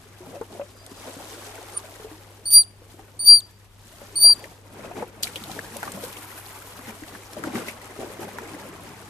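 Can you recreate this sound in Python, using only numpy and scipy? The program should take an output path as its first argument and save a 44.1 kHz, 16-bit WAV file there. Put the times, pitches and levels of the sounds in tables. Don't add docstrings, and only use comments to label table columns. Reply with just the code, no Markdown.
import sys
import numpy as np
from scipy import signal
from scipy.fft import rfft, irfft, next_fast_len
from scipy.io import wavfile
from scipy.ndimage import uniform_filter1d, minimum_filter1d, map_coordinates

SR = 44100
rng = np.random.default_rng(int(sys.argv[2]) if len(sys.argv) > 2 else 0)


def master(y):
    cut = np.clip(np.atleast_2d(y).T, -1, 1)
    pcm = np.round(cut * 32767)
    wavfile.write(sys.argv[1], SR, pcm.astype(np.int16))


N = 400869

# t/s, lead-in/s, swell/s, length/s, top pitch/Hz, climb/Hz, lead-in/dB, crest/dB,
# sag/dB, 2nd harmonic at the crest/dB, 3rd at its brightest/dB, closing flick/dB, rasp/dB, catch/dB
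WHISTLES = [(2.454, .051, .068, .186, 4736, 175, -32, -11, 19, -7.5, -20, -43, -33.5, -19),
            (3.191, .056, .056, .22, 4711, 135, -33, -4.5, 25, -14, -25, -40, -35, -21),
            (4.155, .045, .06, .195, 4712, 185, -28.5, -10, 5, -13, -23.5, -45, -40.5, -33)]
CLOSED_DB = [0, 1, -11]
# t/s, level/dB, ring f/Hz, spatter t60/s
SPLASHES = [(.413, -30, 1190, .13), (.612, -39, 2520, .13), (.864, -27.5, 8460, .016),
            (4.441, -23.5, 2000, .05), (5.227, -22, 7000, .075), (5.2322, -5.5, 4320, .038),
            (5.241, -16.5, 3840, .053), (5.2707, -20, 2200, .06), (5.3575, -19.5, 3070, .082),
            (5.438, -25.5, 3700, .041), (5.5154, -24, 4130, .03), (5.591, -20, 1740, .046),
            (5.7678, -20.5, 10700, .028), (5.830, -16, 1544, .06), (5.919, -24, 8160, .04),
            (6.128, -25, 3440, .015), (6.1687, -25.5, 2600, .033), (6.463, -29, 4030, .017),
            (6.79, -27, 1300, .05), (7.0354, -28.5, 1840, .04), (7.149, -25.5, 1590, .075),
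            (7.3327, -29, 5400, .027), (7.438, -17, 1510, .056), (7.5542, -22.5, 1850, .083),
            (7.6835, -20.5, 2340, .12), (8.385, -20.5, 1730, .056)]
# t/s, level/dB, f/Hz, ring t60/s
GLUGS = [(.206, -37, 360, .25), (.272, -36.5, 259, .16), (.363, -36.5, 565, .19), (.412, -19.5, 440, .049),
         (.416, -34, 880, .079), (.596, -22.5, 560, .1), (.614, -25.5, 567, .1), (.916, -35, 268, .066),
         (1.167, -31, 268, .05), (1.203, -29, 565, .043), (1.468, -41, 414, .25), (1.759, -35, 1200, .07),
         (1.998, -36.5, 427, .12), (2.045, -32, 431, .16), (2.115, -37, 308, .2), (2.818, -39, 480, .047),
         (2.94, -41.5, 328, .073), (2.992, -36, 756, .06), (4.016, -35, 560, .08), (4.243, -27, 641, .059),
         (4.296, -32, 936, .069), (4.912, -28.5, 700, .057), (4.968, -29, 277, .087),
         (5.023, -22, 837, .043), (5.026, -19.5, 477, .039), (5.496, -31.5, 754, .067),
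         (5.587, -32.5, 454, .06), (5.761, -26, 552, .048), (5.829, -24, 827, .034),
         (5.876, -26, 1155, .056), (5.945, -32.5, 195, .2), (6.034, -30, 490, .1), (6.791, -35, 247, .085),
         (6.879, -33.5, 219, .2), (7.022, -29.5, 302, .077), (7.368, -26, 593, .071),
         (7.442, -28, 318, .12), (7.469, -18, 306, .04), (7.552, -20.5, 228, .12), (7.681, -29, 567, .04),
         (7.991, -28, 384, .061), (8.012, -33, 700, .099), (8.192, -30, 356, .07), (8.385, -26, 915, .029)]
# crest t/s, rise/s, fall/s, slosh/dB,
# churn/dB, spray/dB
WAVELETS = [(.35, .1, .07, -41, -50, -53), (.55, .04, .07, -40.5, -52, -51),
            (1.08, .045, .035, -36.5, -43, -48), (1.22, .03, .035, -39.5, -48, -50),
            (2.91, .015, .04, -52, -57, -52), (3.0, .03, .06, -51, -58, -62),
            (4.012, .008, .06, -46, -48.5, -54), (4.28, .04, .05, -43.5, -45, -58),
            (4.85, .12, .12, -38.5, -44, -51), (5.0, .055, .04, -31.5, -43, -47),
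            (5.255, .015, .05, -50, -44, -37.5), (5.57, .11, .045, -40.5, -45, -44),
            (5.76, .025, .04, -42, -45, -42), (5.87, .05, .05, -38, -44, -48),
            (5.98, .04, .03, -36.5, -52, -52), (6.038, .005, .045, -42, -42, -39.5),
            (6.89, .05, .04, -42, -43.5, -50), (7.14, .04, .035, -43.5, -47, -50),
            (7.39, .03, .06, -34, -42.5, -48), (7.48, .04, .06, -31.5, -42, -48),
            (7.565, .035, .075, -27, -34.5, -38), (7.68, .025, .04, -45, -43, -41),
            (8.005, .012, .065, -30.5, -43, -45.5), (8.22, .03, .06, -33, -43.5, -47.5)]
# t/s, slosh/dB, churn/dB, spray/dB
WASH = [(0, -53.5, -54.5, -55.5), (.8, -50, -55, -54.5), (1.15, -43.5, -46.5, -44.5),
        (1.6, -42.5, -46, -46.5), (2.05, -45, -49.5, -50), (2.7, -57.5, -60.5, -61),
        (3.25, -52.5, -57, -58), (3.7, -62.5, -62, -61), (3.95, -51, -53, -50.5), (4.42, -44, -49.5, -51),
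        (4.62, -53, -57, -57.5), (5.2, -45.5, -50, -56), (5.35, -44.5, -46, -46.5),
        (6.1, -43.5, -43.5, -44.5), (6.45, -48.5, -44.5, -47.5), (7.25, -47.5, -49, -49.5),
        (8.45, -40, -43.5, -49), (9.09, -48, -48, -50.5)]
# t/s, gain on deep bubbles/dB, gain on the finest droplets/dB
GRAIN = [(0, 5, -2.5), (1.1, -11, -4), (2.1, -9, -1), (2.8, 3, -.5), (4.9, -.5, -2.5), (5.5, 4, -1.5),
         (6.4, 0, 5), (7.5, -1.5, -4), (8.1, -2, -1.5), (8.8, 5.5, -3)]
# crest t/s, f/Hz, fundamental/dB, 2nd harmonic/dB, time to fall 20 dB/s
PEEPS = [(.805, 4803, -54.5, -80, .085), (.91, 4790, -59, -80, .04), (.985, 4795, -55, -80, .045),
         (1.752, 4565, -54, -41, .03), (1.775, 4620, -46, -19, .01)]
# f/Hz, relative density/dB
RASP = [(1000, -20), (2200, -13.5), (3200, -11), (4500, -6), (5300, 0), (7000, -9.5), (9500, -10),
        (11000, -10), (12500, -10), (14200, -25)]
SLOSH = [(60, -33), (130, 0.5), (200, -3), (400, -1), (650, -4), (900, -10), (1400, -27.5), (3000, -57)]
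CHURN = [(400, -34.5), (750, -2.5), (1000, -2), (1700, -5.5), (2500, -7.5), (3600, -19.5), (5500, -26.5),
         (10000, -60)]
SPRAY = [(1500, -28.5), (3000, 1), (4500, -1.5), (7000, -2), (9500, -1.5), (12000, -2), (14200, -4)]
AIR = [(15, -22), (30, 1), (50, -1), (90, -3.5), (160, -10), (400, -17.5), (1000, -28.5), (3000, -25),
       (14000, -45.5)]
# f/Hz, t60/s
QUAY_DECAY = [(300, .25), (2000, .3), (4700, 0.31), (9400, 0.28), (14000, .2)]
# f/Hz, correlation
PORT_LIKENESS = [(30, .6), (100, .92), (300, 0.76), (600, 0.4), (1100, .4), (2000, 0.018), (4000, .15),
                 (8000, 0.39), (14000, .2)]


def otter(jitter=.0024, shimmer_db=.54, flutter_db=1.2, rasp_growth=.95, port_lag_s=1.1e-5):
    out = np.zeros((2, N))
    for s, lead, swell, length, *voice, rasp_db, catch_db in WHISTLES:
        t = np.arange(int(length * SR)) / SR
        hz, levels = whistle_shape(t, lead, swell, length, *voice)
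        phase = 2 * np.pi * np.cumsum(hz * (1 + jitter * wobble(700, len(t)))) / SR
        phase = phase + np.pi * hz * port_lag_s * np.array([[-1], [1]])
        tone = 0
        for k, db, left_db in zip((1, 2, 3), levels, (4.5, -1.8, 2.2)):
            wavering_db = db + shimmer_db * wobble(170, len(t))
            wavering_db += (k - 1) * flutter_db * wobble(70, len(t))
            tone += amp(wavering_db) * np.sqrt(2) * np.sin(k * phase) * pan(left_db)
        effort = amp(levels[0]) + 4 * amp(levels[2])
        rasp_gain = (effort / effort.max()) ** rasp_growth * amp(rasp_db + 1.5 * wobble(400, len(t)))
        rasp = rasp_gain * diffuse_noise(RASP, len(t))
        gate = np.minimum(1, np.minimum(t / .003, (length - t) / .0061))
        add(out, s, (tone + rasp) * gate)
        add(out, s + lead - .002, amp(catch_db) * voice_catch(2 * np.interp(lead, t, hz)))
    return out


def whistle_shape(t, lead, swell, length, top_hz, climb_hz, lead_db, crest_db, sag_db,
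                  second_db, third_db, flick_db, close_s=.014, droop_hz_per_db=6.5):
    climb = np.clip((t - lead) / swell, 0, 1)
    push = np.sin(np.pi / 2 * climb) ** .8
    spent = np.maximum(0, (t - lead - swell) / (length - close_s - lead - swell)) ** 2
    arch = np.sin(np.pi * np.minimum(t / lead, 1))

    scoop_hz = 165 * np.exp(-t / .011)
    droop_hz = droop_hz_per_db * sag_db * spent ** 2
    flick_hz = 1850 * np.exp((t - length) / .005)
    hz = top_hz - scoop_hz + 35 * arch - climb_hz * (1 - climb) - droop_hz - flick_hz

    thin_db = lead_db - 5 * (1 - arch)
    first = thin_db * (1 - push) + crest_db * push - sag_db * spent
    second = (thin_db + 6.5) * (1 - push) + second_db * push - 21 * spent ** .8
    pressed_db = np.maximum(-43, third_db - 240 * np.abs(t - lead - swell / 2))
    caught = np.clip((t - lead) / .004, 0, 1)
    third = (thin_db - 11.5) * (1 - caught) + pressed_db * caught
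    closed = (1 + np.tanh((t - length + close_s) / .0035)) / 2
    return hz, [db + closed * (flick_db + end_db - db)
                for db, end_db in zip((first, second, third), CLOSED_DB)]


def voice_catch(hz, rise_s=.0023, noise_db=-19):
    t = np.arange(SR // 50) / SR
    swell = (t / rise_s) ** 2 * np.exp(2 - 2 * t / rise_s)
    return swell * (np.sin(2 * np.pi * hz * t) + amp(noise_db) * diffuse_noise(SPRAY, len(t)))


def splashes(ring_db=-7, spatter_db=-14, crack_db=-8, width=.18):
    out, t = np.zeros((2, N)), np.arange(SR // 6) / SR
    for s, db, hz, t60 in SPLASHES:
        noise = rng.standard_normal((2, len(t)))
        cavity = unit(filtered(noise, lambda f: 1 / (1 + ((f - hz) / (width * hz)) ** 2)))
        first_bubble = np.sin(2 * np.pi * hz * t * (1 + 3 * t)) * amp(-60 * t / .017)
        ring = .27 * first_bubble + cavity * amp(ring_db - 60 * t / (.65 * t60))
        spatter = diffuse_noise(SPRAY, len(t)) * min(1, hz / 3500)
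        burst = amp(crack_db - 60 * t / .0024) + amp(spatter_db - 60 * t / t60)
        add(out, s, amp(db) * (ring * (1 - np.exp(-t / .00059)) + spatter * burst))
    return out


def glugs(rise=.12, thud_db=-8):
    out, t = np.zeros((2, N)), np.arange(SR // 6) / SR
    for s, db, hz, t60 in GLUGS:
        phase = 2 * np.pi * hz * t * (1 + rise * t / t60 / 2)
        ring = np.sin(phase + rng.normal(0, hz / 2500, (2, 1))) * amp(-60 * t / t60)
        hollow = [(hz / 4, -30), (hz / 2, -5), (hz, 0), (2 * hz, -9), (8 * hz, -45)]  # f/Hz, level/dB
        thud = diffuse_noise(hollow, len(t)) * amp(thud_db - 60 * t / .052)
        add(out, s, amp(db) * (ring + thud) * (1 - np.exp(-t / .00095)))
    return out


def wake():
    t = np.arange(N) / SR
    slosh_db, churn_db, spray_db = wavelet_levels(t)
    deep_db, fine_db = curves(GRAIN, t)
    slosh = froth(SLOSH, noise_db=-3, per_s=220, lo_hz=169.7, hi_hz=1098.4,
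                  cycles=36, rise=.18, scatter_db=2.5, samples=4500)
    churn = froth(CHURN, noise_db=1.5, per_s=420, lo_hz=751, hi_hz=3315,
                  cycles=36, rise=.09, scatter_db=2.5, samples=1300)
    spray = froth(SPRAY, noise_db=2.5, per_s=900, lo_hz=3000, hi_hz=14000,
                  cycles=5, rise=.05, scatter_db=3.5, samples=140)
    slosh += (amp(deep_db) - 1) * filtered(slosh, lambda hz: 1 / (1 + (hz / 260) ** 6))
    spray += (amp(fine_db) - 1) * filtered(spray, lambda hz: 1 - 1 / (1 + (hz / 10000) ** 8))
    surge = wobble(45, N)
    return (amp(slosh_db - 2.5 + .6 * surge) * slosh
            + amp(churn_db - 1 + 1.1 * surge) * churn
            + amp(spray_db + .66 + 1.6 * surge) * spray)


def wavelet_levels(t, roundness=1.5):
    power = amp(curves(WASH, t)) ** 2
    for s, rise, fall, *band_db in WAVELETS:
        crest = np.exp(-np.maximum((s - t) / rise, (t - s) / fall) ** roundness)
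        power += np.outer(amp(band_db), crest) ** 2
    return 10 * np.log10(power)


def froth(spectrum, noise_db, **kind):
    ringing = unit(filtered(bubbles(**kind), lambda hz: amp(along(spectrum, hz))))
    return unit(ringing + amp(noise_db) * diffuse_noise(spectrum, N))


def bubbles(per_s, lo_hz, hi_hz, cycles, rise, scatter_db, samples):
    draws = np.random.default_rng(rng.integers(1 << 30)).random((int(per_s * N / SR), 5))
    when, pitch, strength, life, place = draws.T[..., None]
    hz = lo_hz * (hi_hz / lo_hz) ** pitch
    turns = hz * np.arange(samples) / SR
    age = turns / (cycles * (.5 + life))
    phase = 2 * np.pi * turns * (1 + rise * np.minimum(age, 1) / 2)
    ring = np.sin(phase) * amp(-60 * age) * (1 - np.exp(-2 * turns))
    gain = amp(scatter_db * np.minimum(-np.log(1 - strength), 3)) * hz / hi_hz
    lag = (place - .5) * 8
    arrivals = [(when * N + 8 + side * lag).astype(int) + np.arange(samples) for side in (1, -1)]
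    return unit(np.array([np.bincount(at.ravel(), (gain * ring).ravel(), N)[:N] for at in arrivals]))


def peeps(waver=.0026):
    out = np.zeros((2, N))
    for s, hz, first_db, second_db, fade in PEEPS:
        t = np.arange(-2 * fade, 2 * fade, 1 / SR)
        phase = 2 * np.pi * np.cumsum(hz * (1 + waver * wobble(195, len(t)))) / SR
        tone = amp(first_db) * np.sin(phase) + amp(second_db) * np.sin(2 * phase) * pan(-2.5)
        add(out, s + t[0], np.sqrt(2) * tone * amp(-20 * np.abs(t) / fade))
    return out


def quay_echo(voice, delay_samples=400):
    hz, t, noise = signal.stft(rng.standard_normal((2, SR // 2)), SR, nperseg=256)
    tail = signal.istft(noise * amp(-60 * t / along(QUAY_DECAY, hz)[:, None]), SR, nperseg=256)[1]
    response = np.pad(tail, ((0, 0), (delay_samples, 0))) / np.linalg.norm(tail[0])
    return signal.fftconvolve(voice, response, axes=1)[:, :N]


def distant_machine(hum_hz=99.9, hum_db=-53.5):
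    phase = 2 * np.pi * np.cumsum(hum_hz + .22 * wobble(1.7, N)) / SR
    return amp(hum_db + 1.1 * wobble(20, N)) * np.sqrt(2) * np.sin(phase)


def open_air(level_db=-56):
    return amp(level_db) * diffuse_noise(AIR, N)


def diffuse_noise(spectrum, samples):
    def mid_side(hz):
        turn = np.arccos(along(PORT_LIKENESS, hz)) / 2
        return amp(along(spectrum, hz)) * [np.cos(turn), np.sin(turn)]
    mid, side = filtered(rng.standard_normal((2, samples)), mid_side)
    return unit(np.array([mid + side, mid - side]))


def amp(db):
    return 10 ** (np.asarray(db) / 20)


def unit(x):
    return x / np.sqrt(np.mean(x ** 2) + 1e-20)


def along(points, hz):
    f, value = np.transpose(points)
    return np.interp(np.log(hz + 1), np.log(f + 1), value)


def curves(rows, t):
    s, *columns = np.transpose(rows)
    return [np.interp(t, s, column) for column in columns]


def wobble(per_s, samples):
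    knots = rng.standard_normal(int(samples * per_s / SR) + 4)
    return map_coordinates(knots, [np.arange(samples) * per_s / SR])


def filtered(x, response):
    size = next_fast_len(x.shape[-1] + 8192)
    return irfft(rfft(x, size) * response(np.fft.rfftfreq(size, 1 / SR)), size)[..., :x.shape[-1]]


def add(track, s, sound):
    part = track[..., round(s * SR):][..., :sound.shape[-1]]
    part += sound[..., :part.shape[-1]]


def pan(left_db):
    return amp([[left_db / 2], [-left_db / 2]])


def scene():
    voice = otter()
    harbour = wake() + glugs() + splashes() + distant_machine() + open_air()
    return voice + amp(-29) * quay_echo(voice) + pan(1.7) * harbour + peeps()


def record(dry, ceiling=1.0, lopsided=.036, top_hz=14300):
    bent = dry + lopsided * dry ** 2
    needed = np.minimum(1, ceiling / (np.abs(bent).max(axis=0) + 1e-9))
    gain = uniform_filter1d(minimum_filter1d(needed, size=260), size=260)
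    return filtered(bent * gain, lambda hz: 1 / (1 + (hz / top_hz) ** 160))


dry = scene()
out = record(dry)
master(out)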